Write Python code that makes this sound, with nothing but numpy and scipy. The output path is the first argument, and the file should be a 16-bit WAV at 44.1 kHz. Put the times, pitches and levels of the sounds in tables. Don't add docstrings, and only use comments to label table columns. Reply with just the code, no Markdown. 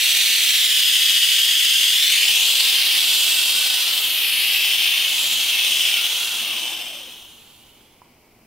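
import sys
import numpy as np
from scipy import signal
from scipy.fft import rfft, irfft
from scipy.io import wavfile
from scipy.ndimage import uniform_filter1d, map_coordinates

SR = 44100
rng = np.random.default_rng(int(sys.argv[2]) if len(sys.argv) > 2 else 0)


def master(y):
    cut = np.clip(np.atleast_2d(y).T, -1, 1)
    pcm = np.round(cut * 32767)
    wavfile.write(sys.argv[1], SR, pcm.astype(np.int16))


N = 373086
TIME = np.arange(N) / SR
BINS = np.maximum(np.fft.rfftfreq(N, 1 / SR), 1)
CUTOFF_HZ = 15750

# [time_s, delay_ms, strength (0-1)]
GLASS_ECHO = [(0, .5, 0.4), (.37, 0.48, 0.39), (.8, 0.6, 0.35), (1.9, 0.61, 0.44), (2.5, 0.25, 0.3),
              (2.8, 0.2, 0.18), (3.2, .25, 0.28), (3.85, .2, 0.27), (4.1, 0.29, .2), (4.37, 0.44, 0.16),
              (4.7, 0.35, 0.23), (5.25, 0.27, 0.2), (5.85, 0.35, 0.37), (6.25, 0.3, 0.17),
              (6.85, 0.36, 0.57), (7.5, .28, 0.37), (8.46, 0.36, 0.04)]
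# [time_s, left_ear_lead_us]
STROKES = [(0, -14), (.25, -14), (.55, -13), (1.0, -4), (2.1, -2), (2.6, -3.5), (3.25, -13.5), (3.85, -7.5),
           (4.85, 10), (5.22, -9), (5.85, 9), (6.27, -8), (6.7, 14), (7.05, 6), (7.5, -28)]
# [time_s, level_db (re full flow)]
STEAM_FLOW = [(0, 0), (1.9, -0.5), (3.3, -0.25), (4.0, -3), (4.8, -3.1), (5.9, -3), (6.6, -9.5),
              (7.0, -19.5), (7.38, -30), (7.85, -38), (8.46, -63)]
# [centre_hz, width_hz, lift_db]
LOW_MODES = [(233, 29, 5), (332, 24, 5.5), (424, 25, 3)]


def from_db(db):
    return 10 ** (np.asarray(db) / 20)


def rms_one(x):
    return x / np.sqrt(np.mean(x ** 2) + 1e-20)


def in_time(rows):
    s, *columns = np.transpose(rows)
    return [np.interp(TIME, s, column) for column in columns]


def at_hz(points, hz):
    known_hz, values = np.transpose(points)
    return np.interp(np.log(hz), np.log(known_hz), values)


def swell(s, half_width_s):
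    return np.exp(-((TIME - s) / half_width_s) ** 2)


def drift(rate_hz):
    pole = np.exp(-40 * np.pi * rate_hz / SR)
    noise = rng.standard_normal(N // 20 + 2002)
    slow = signal.lfilter([1], [1, -2 * pole, pole * pole], noise)[2000:]
    return np.interp(np.arange(N) / 20, np.arange(len(slow)), rms_one(slow))


def breathy_tone(hz, width_hz):
    phase = 2 * np.pi * np.cumsum(hz) / SR
    in_phase = drift(width_hz) * np.cos(phase)
    quadrature = drift(width_hz) * np.sin(phase)
    return rms_one(in_phase + quadrature)


def low_pass(x, hz):
    return irfft(rfft(x) / (1 + (BINS / hz) ** 2), N)


def lift_db(peaks):
    return sum(db / (1 + (2 * (BINS - hz) / width_hz) ** 2) for hz, width_hz, db in peaks)


def delayed(x, seconds):
    return map_coordinates(x, [np.arange(N) - seconds * SR], order=5, mode="wrap")


def diffuse(pair, hz):
    # [frequency_hz, correlation]
    likeness = [(60, 0.95), (300, 1), (1000, 0.72), (2000, 0.8), (3200, 0.66), (5000, 0.066), (9000, -0.14),
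                (15000, -0.14)]
    alike = np.clip(at_hz(likeness, hz), -1, 1)
    mid = np.sqrt((1 + alike) / 2) * pair[0]
    side = np.sqrt((1 - alike) / 2) * pair[1]
    return np.array([mid + side, mid - side])


def room(x, t60):
    t = TIME[:SR // 5]
    tails = rng.standard_normal((2, len(t))) * from_db(-60 * t / t60) * (t > .0015)
    tails = irfft(diffuse(rfft(tails), np.fft.rfftfreq(len(t), 1 / SR) + 1))
    tails /= np.sqrt(np.sum(tails ** 2) / 2)
    return signal.oaconvolve(x[None], tails, axes=1)[:, :N]


def shifting_room(x, count):
    wash_t60_s, late_db = 0.12, -3.5
    hop = N // count + 1
    padded = np.pad(x, (hop, 2 * hop))
    fade = np.sin(np.pi * np.arange(2 * hop) / (2 * hop))
    early = np.zeros((2, len(padded) + SR))
    for start in range(0, N + hop, hop):
        piece = room(padded[start:start + 2 * hop] * fade, wash_t60_s)
        early[:, start:start + piece.shape[1]] += piece
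    late = irfft(diffuse(rfft(rng.standard_normal((2, N))), BINS), N)
    return early[:, hop:hop + N] + from_db(late_db) * late


def ambience():
    # [frequency_hz, relative_db (per Hz)]
    air_colour = [(25, -2), (60, -0.5), (90, -1), (170, -3), (300, -2.5), (520, -7), (900, -6), (1350, -15),
                  (1800, -17.5), (2250, -6.5), (3500, -20.5), (5000, -15.5), (7000, -21), (15700, -19)]
    # [time_s, level_db]
    air_level = [(0, -61), (1.5, -60), (3, -64), (4.5, -52.5), (6, -54.5), (8.46, -54.5)]
    # [frequency_hz, rms_level_db]
    mains = [(60, -82.5), (119.5, -75.5)]
    noise = diffuse(rfft(rng.standard_normal((2, N))), BINS)
    air = irfft(noise * from_db(at_hz(air_colour, BINS) + lift_db(LOW_MODES)), N)
    hum = sum(np.sqrt(2) * from_db(db) * np.sin(2 * np.pi * hz * TIME) for hz, db in mains)
    return rms_one(air) * from_db(in_time(air_level)[0]) + hum


def knock():
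    # [start_s, relative_db]
    taps = [(8.018, -38)]
    # [frequency_hz, relative_db, t60_s]
    modes = [(950, -2, .04), (1006, 4, .035), (1250, -12, 0.017), (2430, -16, .03)]
    room_t60_s, room_db = 0.39, -6
    out = 0
    for s, tap_db in taps:
        t = np.maximum(TIME - s, 0)
        ringing = sum(from_db(tap_db + db - 60 * t / t60) * np.sin(2 * np.pi * hz * t)
                      for hz, db, t60 in modes)
        out = out + ringing / 2
    ears = out * from_db([[-2], [2]])
    return ears + from_db(room_db) * room(out, room_t60_s)


def drop_ticks():
    # [start_s, pitch_hz, level_db, t60_s]
    drops = [(7.808, 1600, -49, .008)]
    out = 0
    for s, hz, db, t60 in drops:
        t = np.maximum(TIME - s, 0)
        out = out + from_db(db - 60 * t / t60) * np.sin(2 * np.pi * hz * t)
    return out


def singing(width_hz):
    # [time_s, pitch_hz, level_db]
    notes = [
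        [(8.03, 13000, -85), (8.15, 13350, -72), (8.27, 13100, -75), (8.46, 13000, -69)],
        [(8.2, 10500, -88), (8.35, 10400, -75), (8.46, 10100, -74.5)],
    ]
    out = 0
    for rows in notes:
        hz, level_db = in_time(rows)
        started = TIME > rows[0][0]
        out = out + breathy_tone(hz, width_hz) * from_db(level_db) * started
    return out


def whistles(width_hz):
    # [start_s, swell_s, sink_start_s, pitch_hz, level_db, sink_octaves_per_s, fade_db_per_s]
    tones = [(2.9, .9, 3.77, 1488, -42, .9, 24), (5.78, 0.19, 6.36, 1415, -46.5, 2.1, 12)]
    length_s = 1.45
    out = 0
    for start, swell_s, sinks_s, hz, db, octaves_per_s, fade_db_per_s in tones:
        sinking_s = np.maximum(TIME - sinks_s, 0)
        rise = np.clip((TIME - start) / swell_s, 0, 1)
        fall = np.clip((start + length_s - TIME) / swell_s * 2, 0, 1)
        tone = breathy_tone(hz * 2 ** (-octaves_per_s * sinking_s), width_hz)
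        out = out + rise * fall * from_db(db - fade_db_per_s * sinking_s) * tone
    return out


def whoosh(width_hz):
    # [pitch_ratio, level_db (at the loudest moment)]
    bands = [(.82, -41), (1, -31), (1.11, -43), (1.22, -35.5)]
    lowest_hz, glide_hz_per_s, turn_s = 10800, 5400, 4.36
    loudest_s, half_width_s = 4.34, .52
    hz = lowest_hz + glide_hz_per_s * np.abs(TIME - turn_s)
    out = sum(from_db(db) * breathy_tone(np.minimum(ratio * hz, SR / 2), width_hz)
              for ratio, db in bands)
    return out * swell(loudest_s, half_width_s)


def head_ring():
    ring_hz, width_hz = 3047, 115
    full_flow_db, db_per_flow_db = -42, 0.61
    level_db = full_flow_db + db_per_flow_db * in_time(STEAM_FLOW)[0]
    return breathy_tone(np.full(N, ring_hz), width_hz) * from_db(level_db)


def turbulence(flutter_db, surge_db, drops_per_s, drop_db):
    gas = rng.standard_normal(N) * from_db(flutter_db * drift(130) + surge_db * drift(12))
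    drops = (rng.random(N) < drops_per_s / SR) * np.clip(rng.standard_normal(N), -2, 2)
    return gas + from_db(drop_db) * drops


def beside_mirror(source, left_db):
    # [frequency_hz, relative_db]
    wash_colour = [(200, -1.5), (1000, -10), (3000, -1), (6000, -6.5), (8500, -0.5), (13000, 2.5)]
    glass_cut_hz = 16400
    shadow_hz, shadow_db_per_us = 5500, 0.25
    delay_ms, strength = in_time(GLASS_ECHO)
    lead_us = in_time(STROKES)[0]
    echo = low_pass(delayed(source, delay_ms / 1000), glass_cut_hz)
    near = source + np.clip(strength, 0, 1) * echo
    ears = np.array([near, delayed(near, lead_us / 1e6)])
    bass = low_pass(ears, shadow_hz)
    treble_db = (left_db + shadow_db_per_us * lead_us) * [[1], [-1]]
    ears = bass + (ears - bass) * from_db(treble_db)
    wash = rfft(shifting_room(near, count=54)) * from_db(at_hz(wash_colour, BINS))
    return ears + irfft(wash, N)


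def jet(sputter_db):
    edges_hz = [1628, 4660, 9240]
    # [frequency_hz, relative_db (per Hz)]
    colour = [(40, -73), (120, -43.5), (270, -32), (550, -27), (800, -21), (1300, -21), (1800, -15.5),
              (2350, -9), (3100, -2), (3900, -5.5), (5800, -9.5), (9000, -13.5), (11500, -21.5),
              (15700, -17)]
    # [centre_hz, width_hz, lift_db]
    peaks = [(3195, 600, 2.5), (2698, 270, 3), (12700, 1100, 2.5)]
    # [full_flow_db, db_per_flow_db, db_per_us (swing to the left),
    # db_per_ms (echo delay), lifted_db]
    balance = [(-40.5, -0.02, -0.0145, -9.5, -0.5), (-18, 1, 0.1274, 2, -1.5), (-26, 1.08, 0.0328, 0.5, -4),
               (-27.5, 1, -0.03, -0.5, 0)]
    # [centre_s, half_width_s, change_db]
    chokes = [(4.772, 0.009, -3)]
    stall_db, stall_db_per_db = -12.5, 1.1
    flow_db, lead_us, delay_ms = in_time(STEAM_FLOW)[0], in_time(STROKES)[0], in_time(GLASS_ECHO)[0]
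    lifted = swell(4.2, 0.23)
    source = turbulence(flutter_db=1.0, surge_db=0.41, drops_per_s=80, drop_db=12.0)
    colour_db = at_hz(colour, BINS) + lift_db(peaks) + lift_db(LOW_MODES)
    rest = rfft(beside_mirror(source, left_db=2.0)) * from_db(colour_db)
    parts = []
    for edge_hz, (full_db, by_flow, by_swing, by_gap, lifted_db) in zip(edges_hz + [CUTOFF_HZ], balance):
        below = rest / (1 + (BINS / edge_hz) ** 16)
        rest = rest - below
        part = irfft(below, N)
        power = uniform_filter1d(part.mean(axis=0) ** 2, size=SR // 12)
        level_db = full_db + by_flow * flow_db + by_swing * lead_us + by_gap * delay_ms + lifted_db * lifted
        parts.append(part / np.sqrt(power) * from_db(level_db))
    rush, hiss, sizzle, air = parts
    stalled_rush = rush * from_db(stall_db_per_db * np.minimum(flow_db - stall_db, 0))
    out = stalled_rush + hiss + sizzle + air
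    choke_db = sum(depth_db * swell(s, half_width_s) for s, half_width_s, depth_db in chokes)
    return out * from_db(choke_db + sputter_db * drift(51))


def deepened(x):
    # [centre_s, half_width_s, strength]
    passes = [(2.863, 0.15, 0.65), (4.43, 0.37, .7), (4.94, 0.16, .9), (5.57, 0.097, 0.8),
              (5.984, 0.089, 0.74), (6.498, 0.073, 0.73)]
    # [centre_hz, half_width_hz, change_db (at strength 1)]
    bands = [(2330, 540, 3), (7440, 1600, -7.5)]
    passing = sum(strength * swell(s, half_width_s) for s, half_width_s, strength in passes)
    spectrum = rfft(x)
    for hz, half_width_hz, db in bands:
        band = irfft(spectrum * np.exp(-((BINS - hz) / half_width_hz) ** 2), N)
        x = x + band * (from_db(db * passing) - 1)
    return x


def scene():
    steam = deepened(jet(sputter_db=-0.51)) + head_ring()
    swish = whoosh(width_hz=680)
    last_steam = np.array([singing(width_hz=350) for ear in range(2)])
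    return steam + swish + whistles(width_hz=45) + last_steam + drop_ticks() + knock() + ambience()


def record(dry):
    return signal.sosfilt(signal.ellip(14, .1, 80, CUTOFF_HZ, fs=SR, output="sos"), dry)


dry = scene()
out = record(dry)
master(out)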